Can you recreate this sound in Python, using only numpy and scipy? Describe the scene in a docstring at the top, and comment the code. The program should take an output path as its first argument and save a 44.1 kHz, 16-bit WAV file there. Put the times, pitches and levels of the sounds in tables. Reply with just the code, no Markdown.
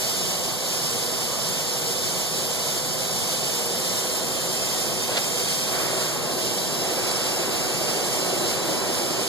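"""A glass workshop: a hand torch burns over a steel bench, under a running extractor fan.
Gas hisses from the nozzle: noise coloured by whistles and by echoes off metal that shift as the torch moves.
As oxygen is turned up the flame spits once, a sputter with three pops, then roars against a glass tube.
The flame is three bands of noise that follow one vigour; the fan is steady noise with duct resonances.
A hollow note sings in the air noise, and there is one soft scuff."""
import sys
import numpy as np
from scipy import signal
from scipy.fft import rfft, irfft, next_fast_len
from scipy.io import wavfile
from scipy.ndimage import uniform_filter1d

SR = 44100
rng = np.random.default_rng(int(sys.argv[2]) if len(sys.argv) > 2 else 0)


def output_pcm(signal):
    """Save a mono or channel-first signal as 16-bit PCM at the path in sys.argv[1].

    Samples are clipped to [-1, 1] before scaling.
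    """
    pcm = np.clip(np.atleast_2d(signal).T, -1, 1) * 32767
    wavfile.write(sys.argv[1], SR, np.round(pcm).astype(np.int16))


N = 409248
TIME = np.arange(N) / SR
SIZE = next_fast_len(N, real=True)
HZ = np.maximum(np.arange(SIZE // 2 + 1) * SR / SIZE, 1)   # kept above zero for the logarithms


def jet():
    """Turbulent gas hisses from the nozzle, combed by close echoes; its top flutters more than its body."""
    # Spectrum of the hiss. Each row: frequency in Hz, relative density in dB per Hz.
    hiss_spectrum = [(2300, -6.0), (2750, -2.3), (3500, -3.1), (4400, -1.7), (5150, 0.0), (5800, -3.6),
                     (6400, -3.9), (7000, -1.9), (7700, -2.4), (8400, -6.0), (10000, -6.2), (11500, -10.0),
                     (12700, -7.7), (13400, -11.7)]
    # Faint whistling resonances, torch held still and then by the tube.
    # Each row: frequency in Hz, width in Hz, lift in dB.
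    whistles_still = [(3525, 56, 7), (3940, 80, 4), (4290, 40, 2), (4380, 24, 0), (4550, 36, 4),
                      (4700, 50, 1), (5120, 34, 9.5), (5600, 100, 6.5), (6380, 120, 3), (6930, 120, 5.5),
                      (7500, 60, 3), (7700, 77, 6), (12700, 200, 3)]
    whistles_moved = [(3610, 50, 2), (3980, 170, 2.9), (4490, 43, 2.7), (4800, 60, 2.3), (5160, 54, 6),
                      (5220, 100, 1.9), (6080, 80, 2.9), (7050, 110, 4.2), (7650, 46, 3), (7600, 43, 3.3),
                      (8980, 200, 3.5), (12700, 200, 2.5)]
    # Stereo likeness and balance of the hiss. Each row: frequency in Hz, likeness 0-1, left-right in dB.
    hiss_stereo = [(1900, 0.8, -2), (2290, 1, -1), (2807, 0.96, -1), (3310, 0.13, -6), (4030, 0.94, 2),
                   (4900, 0.7, -5), (5540, 0.93, 1.5), (5990, 0, -1.5), (7060, 0.95, -1),
                   (8300, 0.84, -2.5), (13000, 0.4, -1)]
    # Brief dips and swells. 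Each row: middle in seconds, half length in seconds, change in dB.
    hiss_sways = [(0.55, .15, -1), (3.7, 0.46, -0.5), (5.552, 0.23, 1), (6.2, .13, -2), (6.7, .3, -1.1)]
    body_start_db, top_start_db, top_from_hz = -28, -33, 8520
    # the torch is held still, then moved steadily; its top beams away from the microphone as it goes
    move_start_s, move_m_per_s = 3.55, 0.0475
    body_loss_db_per_m, top_loss_db_per_m = 1.5, 5.5
    recolour_m = 0.049   # travel over which one set of whistles gives way to the other
    right_lag_s = 0.0003633

    travel = move_m_per_s * np.maximum(TIME - move_start_s, 0)
    sway_db = sum(db * bump(s, half_s) for s, half_s, db in hiss_sways)
    body_db = body_start_db + sway_db - body_loss_db_per_m * travel
    top_db = top_start_db + sway_db - top_loss_db_per_m * travel

    three = [reflections(x, travel, strength=0.22, fade_s=0.065) for x in rng.standard_normal((3, N))]
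    likeness, pan_db = in_hz(hiss_stereo)
    # lag and reversed polarity (pi) hollow the summed sound at every multiple of 1 / lag
    lead = np.pi + 2 * np.pi * HZ * right_lag_s
    hiss = stereo(three, colour(hiss_spectrum, skirt_db=9.0), likeness, lead, pan_db)

    moved = np.clip(travel / recolour_m, 0, 1)
    still_hiss = filtered(hiss, lifted(whistles_still))
    moved_hiss = filtered(hiss, lifted(whistles_moved))
    hiss = (1 - moved) * still_hiss + moved * moved_hiss

    top = filtered(hiss, 1 / (1 + (top_from_hz / HZ) ** 10))
    flutter = drift(6.6)
    body = from_db(body_db + 0.76 * flutter) * rms_one(hiss - top)
    top_flutter_db = 0.52 * flutter + 0.81 * drift(24)
    return body + from_db(top_db + top_flutter_db) * rms_one(top)


def reflections(x, travel, strength, fade_s, count=15):
    """Echoes off the lathe and bench; each path stretches or shrinks as the torch moves."""
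    sound_m_per_s = 343
    out = x.copy()
    for where, slant, sign in rng.random((count, 3)):
        delay = .0012 + .013 * where ** 1.5
        moved = np.cos(np.pi * slant) * travel / sound_m_per_s
        echo = np.interp(TIME - delay - moved, TIME, x)
        out += np.sign(sign - .5) * strength * np.exp(-delay / fade_s) * echo
    return rms_one(out)


def flame():
    """The burning gas rumbles, roars and rushes; all three follow its vigour and flicker together."""
    # Spectra of the three voices. Each row: frequency in Hz, relative density in dB per Hz.
    roar_spectrum = [(200, -8.5), (290, -5.5), (370, -1), (450, -6), (650, -4), (900, -12), (1100, -14.5),
                     (1400, -20), (2000, -21)]
    rush_spectrum = [(500, -8), (900, -1), (1100, 3.5), (1700, -0.5), (2600, 0.5), (4000, -17), (7000, -29)]
    rumble_spectrum = [(70, -14), (120, 1), (190, -0.5), (300, -2.5)]
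    # Resonances of the space around the bench. Each row: frequency in Hz, width in Hz, lift in dB.
    bench_resonances = [(320, 16, 2.5), (348.3, 16, 6), (361, 10, -5), (382, 29, 6), (430, 22, -2.5),
                        (470, 19, 6), (489, 16, 3.5), (544, 40, 3.5), (610, 19, 6.5), (677, 17, 5),
                        (718, 13, 3), (756, 35, 7), (870, 25, 4.5), (1015, 33, 4)]
    # Vigour of the flame, of which only the departure from its mean counts. Each row: time in seconds, dB.
    vigour_curve = [(0.0, -35.5), (1.02, -35.5), (3.36, -35.5), (3.54, -34.5), (4.3, -33), (5.07, -33.5),
                    (5.14, -33), (5.64, -35), (5.74, -31), (6.66, -32), (8.99, -29), (9.2, -30.5)]
    # The flame sharpens and its tip rushes, then settles. Each row: peak in seconds, lift in dB.
    surges = [(5.75, 9), (7.0, 5)]
    # The roar swells and sags as the flame meets the tube. Each row: middle in seconds, change in dB.
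    licks = [(6.0, 0.8), (6.35, 1), (6.72, 0), (6.88, 4), (7.05, 0.5), (7.37, 0.5), (7.72, -2.5),
             (7.92, 1.5), (8.27, 2), (8.58, -1.5), (8.8, 0.5), (9.1, -1.5)]
    # The flame goes soft and bushy, trading rush for rumble. Each row: middle in seconds, rumble lift in dB.
    flares = [(4.98, 2), (6.53, 13)]
    lick_s, flare_s, flare_rush_share = 0.08, 0.19, 0.93
    # each voice: level at mean vigour in dB, before events and flicker; dB gained per dB of vigour
    roar_mean_db, roar_follows = -35, 1.64
    rush_mean_db, rush_follows = -45, 1.87
    rumble_mean_db, rumble_follows = -52, 1

    vigour_db, = in_time(vigour_curve)
    vigour_db = vigour_db - vigour_db.mean()
    surge_db = sum(db * surge(s) for s, db in surges)
    lick_db = sum(db * bump(s, lick_s) for s, db in licks)
    flare_db = sum(db * bump(s, flare_s) for s, db in flares)
    roar_db = roar_mean_db + roar_follows * vigour_db + lick_db
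    rush_db = rush_mean_db + rush_follows * vigour_db + surge_db - flare_rush_share * flare_db
    rumble_db = rumble_mean_db + rumble_follows * vigour_db + flare_db

    flicker_db = 0.66 * drift(27)
    eddies = from_db(1.2 * drift(83))   # uneven burning gives the roar its grain
    roar = from_db(roar_db) * low_noise(colour(roar_spectrum, bench_resonances), eddies)
    rush = from_db(rush_db) * low_noise(colour(rush_spectrum))
    rumble = from_db(rumble_db) * low_noise(colour(rumble_spectrum))
    return (rumble + roar + rush) * from_db(flicker_db)


def surge(peak_s):
    """A quick rise to 1, then a slow settling."""
    rise_s, settle_s = 0.18, 0.71
    age = TIME - peak_s
    return np.clip(1 + age / rise_s, 0, 1) * np.exp(-np.maximum(age, 0) / settle_s)


def spit():
    """The flame spits once: a bright, fluttering sputter swells to a soft crack and eases off."""
    # Spectrum of the sputter. 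Each row: frequency in Hz, relative density in dB per Hz.
    sputter_spectrum = [(300, -5), (600, 7), (1200, -1), (1700, 0), (2300, -2), (3000, 1.5), (4000, 1),
                        (5100, -6), (7800, -18), (10000, -24)]
    peak_s, length_s, release_s = 5.18, 0.088, 0.024
    peak_db, growth_db_per_s = -26.5, 148   # before the flutter
    crack_s, crack_half_s, crack_db = 5.176, 0.008, -25

    before = np.maximum(peak_s - TIME, 0)
    after = np.maximum(TIME - peak_s, 0)
    growth = from_db(peak_db - growth_db_per_s * before) * (before < length_s)
    sputter = growth * np.exp(-after / release_s) * from_db(2.5 * drift(120))
    strength = sputter + from_db(crack_db) * bump(crack_s, crack_half_s)
    # the noise comes back at rms 1, so the strength's own rms is restored
    return np.sqrt(np.mean(strength ** 2)) * low_noise(colour(sputter_spectrum), strength)


def pops():
    """Pockets of gas go off, each a short knock of a cycle or two with no bass, alike in both channels."""
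    # Pops within the spit. Each row: start in seconds, level in dB before the decay and the low cut.
    pop_times = [(5.094, -16), (5.122, -17), (5.179, -16)]
    pop_hz, decay_s, low_cut_hz = 600, 0.0014, 310
    out = np.zeros(N)
    for s, db in pop_times:
        age = np.clip(TIME - s, 0, 1)
        out += from_db(db) * np.sin(2 * np.pi * pop_hz * age) * np.exp(-age / decay_s)
    low_cut = signal.butter(2, low_cut_hz, "high", fs=SR, output="sos")
    return signal.sosfilt(low_cut, out + 1e-18)


def hollow_note():
    """Two close, narrow resonances hold an even note in the air noise, swelling now and then."""
    # The two resonances. Each row: frequency in Hz, width in Hz, relative level in dB.
    note_peaks = [(476, 14, -0.5), (515.2, 9.9, -0.5)]
    # Swells of the note. Each row: middle in seconds, half length in seconds, lift in dB.
    note_swells = [(1.032, 0.15, 8), (1.87, 0.2, 9.5), (2.524, 0.059, 11), (2.997, 0.093, 8),
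                   (3.67, 0.28, 8.5), (4.26, 0.11, 2), (4.95, 0.15, 6), (5.38, 0.15, 10)]
    steady_db, even_s = -46.5, 0.16   # level between swells; time over which strength is evened out
    gain = sum(from_db(db) / (1 + (2 * (HZ - hz) / width) ** 2) for hz, width, db in note_peaks)
    note = low_noise(gain)
    power = uniform_filter1d(np.mean(note ** 2, axis=0), int(even_s * SR))
    swell_db = sum(db * bump(s, half_s) for s, half_s, db in note_swells)
    return from_db(steady_db + swell_db) * note / np.sqrt(power)


def scuff():
    """A short, soft rub of noise under the hiss, probably the stool rolling."""
    # Spectrum of the rub. Each row: frequency in Hz, relative density in dB per Hz.
    scuff_spectrum = [(600, 0), (850, -16), (1040, -8), (1170, 0), (1270, -14)]
    middle_s, half_s, peak_db = 1.36, 0.069, -35
    return from_db(peak_db) * bump(middle_s, half_s) * low_noise(colour(scuff_spectrum, skirt_db=30))


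def fan():
    """The extractor drives steady air noise through its resonant duct."""
    # Spectrum of the air noise. Each row: frequency in Hz, relative density in dB per Hz.
    fan_spectrum = [(25, -11), (45, -16), (70, -4.5), (110, -3), (170, -4), (280, -8.5), (400, -6.5),
                    (520, -1), (750, -1.5), (1100, -4), (1600, -13)]
    # Resonances of the duct. Each row: frequency in Hz, width in Hz, lift in dB.
    duct_resonances = [(127, 9.5, 2.5), (158, 14, 4), (186, 12, 4.5), (238.7, 28, 8), (379, 20, 6),
                       (406, 25, 4.5), (477, 30, 3.5), (516, 12, 5), (603, 16, -7), (630, 21, 3.5),
                       (665, 20, 3), (935, 23, -7), (972, 12, 3.5), (1080, 23, 1), (1130, 30, -3.5),
                       (1310, 30, -3.5)]
    level_db = -33   # before the gaps are cut
    return from_db(level_db) * low_noise(colour(fan_spectrum, duct_resonances, skirt_db=24))


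def low_noise(gain, strength=1):
    """Turbulence of a given strength, spread in stereo around the bench; rms 1."""
    # Stereo likeness, lead and balance of all but the hiss and pops.
    # Each row: frequency in Hz, likeness 0-1, left lead in radians, left-right in dB.
    low_stereo = [(35, 0.5, -3.5, -1), (70, 0.98, -3, 2), (107.3, 0.98, -3, 5), (186, 0.24, 0.5, 9),
                  (235, 0.23, 0, 0.5), (300, 0.79, -1.5, -2.5), (365, 0.89, -1, 1), (580, 0.63, 0.5, -2),
                  (980, 0.78, 0.48, -2), (1370, 1, -0.6, 0.5), (1900, 0.56, 1.5, -5.5),
                  (2580, 0.96, 3, 3.5), (4160, 0.82, 6, -5)]
    return stereo(rng.standard_normal((3, N)) * strength, gain, *in_hz(low_stereo))


def stereo(three, gain, likeness, lead, pan_db):
    """One sound common to both channels and one of each channel's own, coloured; rms 1."""
    share = np.clip(likeness, 0, .998)
    common, *own = rfft(three, SIZE)
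    pair = np.sqrt(share) * common + np.sqrt(1 - share) * np.array(own)
    pair[0] *= np.exp(1j * lead)
    balance = from_db([pan_db / 2, -pan_db / 2])
    return rms_one(irfft(pair * gain * balance, SIZE)[:, :N])


def with_gaps(pair):
    """Deep narrow gaps are cut in the sum and the difference of the two channels."""
    # The gaps. Each row: frequency in Hz, width in Hz, depth in dB.
    sum_gaps = [(2698, 269, 30.5), (5540, 150, 6)]
    difference_gaps = [(4000, 300, 12)]
    mid = filtered((pair[0] + pair[1]) / 2, gaps(sum_gaps))
    side = filtered((pair[0] - pair[1]) / 2, gaps(difference_gaps))
    return np.array([mid + side, mid - side])


def gaps(rows):
    """Gain of narrow, steep-sided gaps."""
    return from_db(-sum(db / (1 + abs(2 * (HZ - hz) / width) ** 4) for hz, width, db in rows))


def lifted(resonances):
    """Gain of a set of resonances, each a bell in dB."""
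    return from_db(sum(db / (1 + (2 * (HZ - hz) / width) ** 2) for hz, width, db in resonances))


def colour(spectrum, resonances=(), skirt_db=18):
    """Gain of a spectrum that falls by skirt_db per octave beyond its ends, shaped by each resonance."""
    octaves_out = abs(np.log2(HZ / np.clip(HZ, spectrum[0][0], spectrum[-1][0])))
    return from_db(in_hz(spectrum)[0] - skirt_db * octaves_out) * lifted(resonances)


def filtered(x, gain):
    """Apply a gain over frequency."""
    return irfft(rfft(x, SIZE) * gain, SIZE)[..., :N]


def drift(rate_hz):
    """Random wandering with rms 1, weakening above the given rate."""
    return rms_one(filtered(rng.standard_normal(N), 1 / (1 + (HZ / rate_hz) ** 2)))


def bump(middle_s, half_s):
    """A smooth rise and fall of height 1."""
    return np.exp(-((TIME - middle_s) / half_s) ** 2)


def in_time(rows):
    """Each column of a curve, joined by straight lines."""
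    s, *columns = np.transpose(rows)
    return [np.interp(TIME, s, c) for c in columns]


def in_hz(rows):
    """Each column of a table, joined on a log-frequency axis."""
    hz, *columns = np.transpose(rows)
    return [np.interp(np.log(HZ), np.log(hz), c) for c in columns]


def from_db(db):
    """Amplitude of a level in dB."""
    return 10 ** (np.asarray(db) / 20)


def rms_one(x):
    """Scale to an rms of 1."""
    return x / np.sqrt(np.mean(x ** 2) + 1e-20)


def scene():
    """Torch and fan have narrow gaps in their sum and difference; spit, pops, note and scuff lie on top."""
    return with_gaps(jet() + flame() + fan()) + spit() + pops() + hollow_note() + scuff()


def record(dry):
    """The top is cut steeply."""
    cutoff_hz = 13620
    return filtered(dry, 1 / np.sqrt(1 + (HZ / cutoff_hz) ** 600))


dry = scene()
out = record(dry)
output_pcm(out)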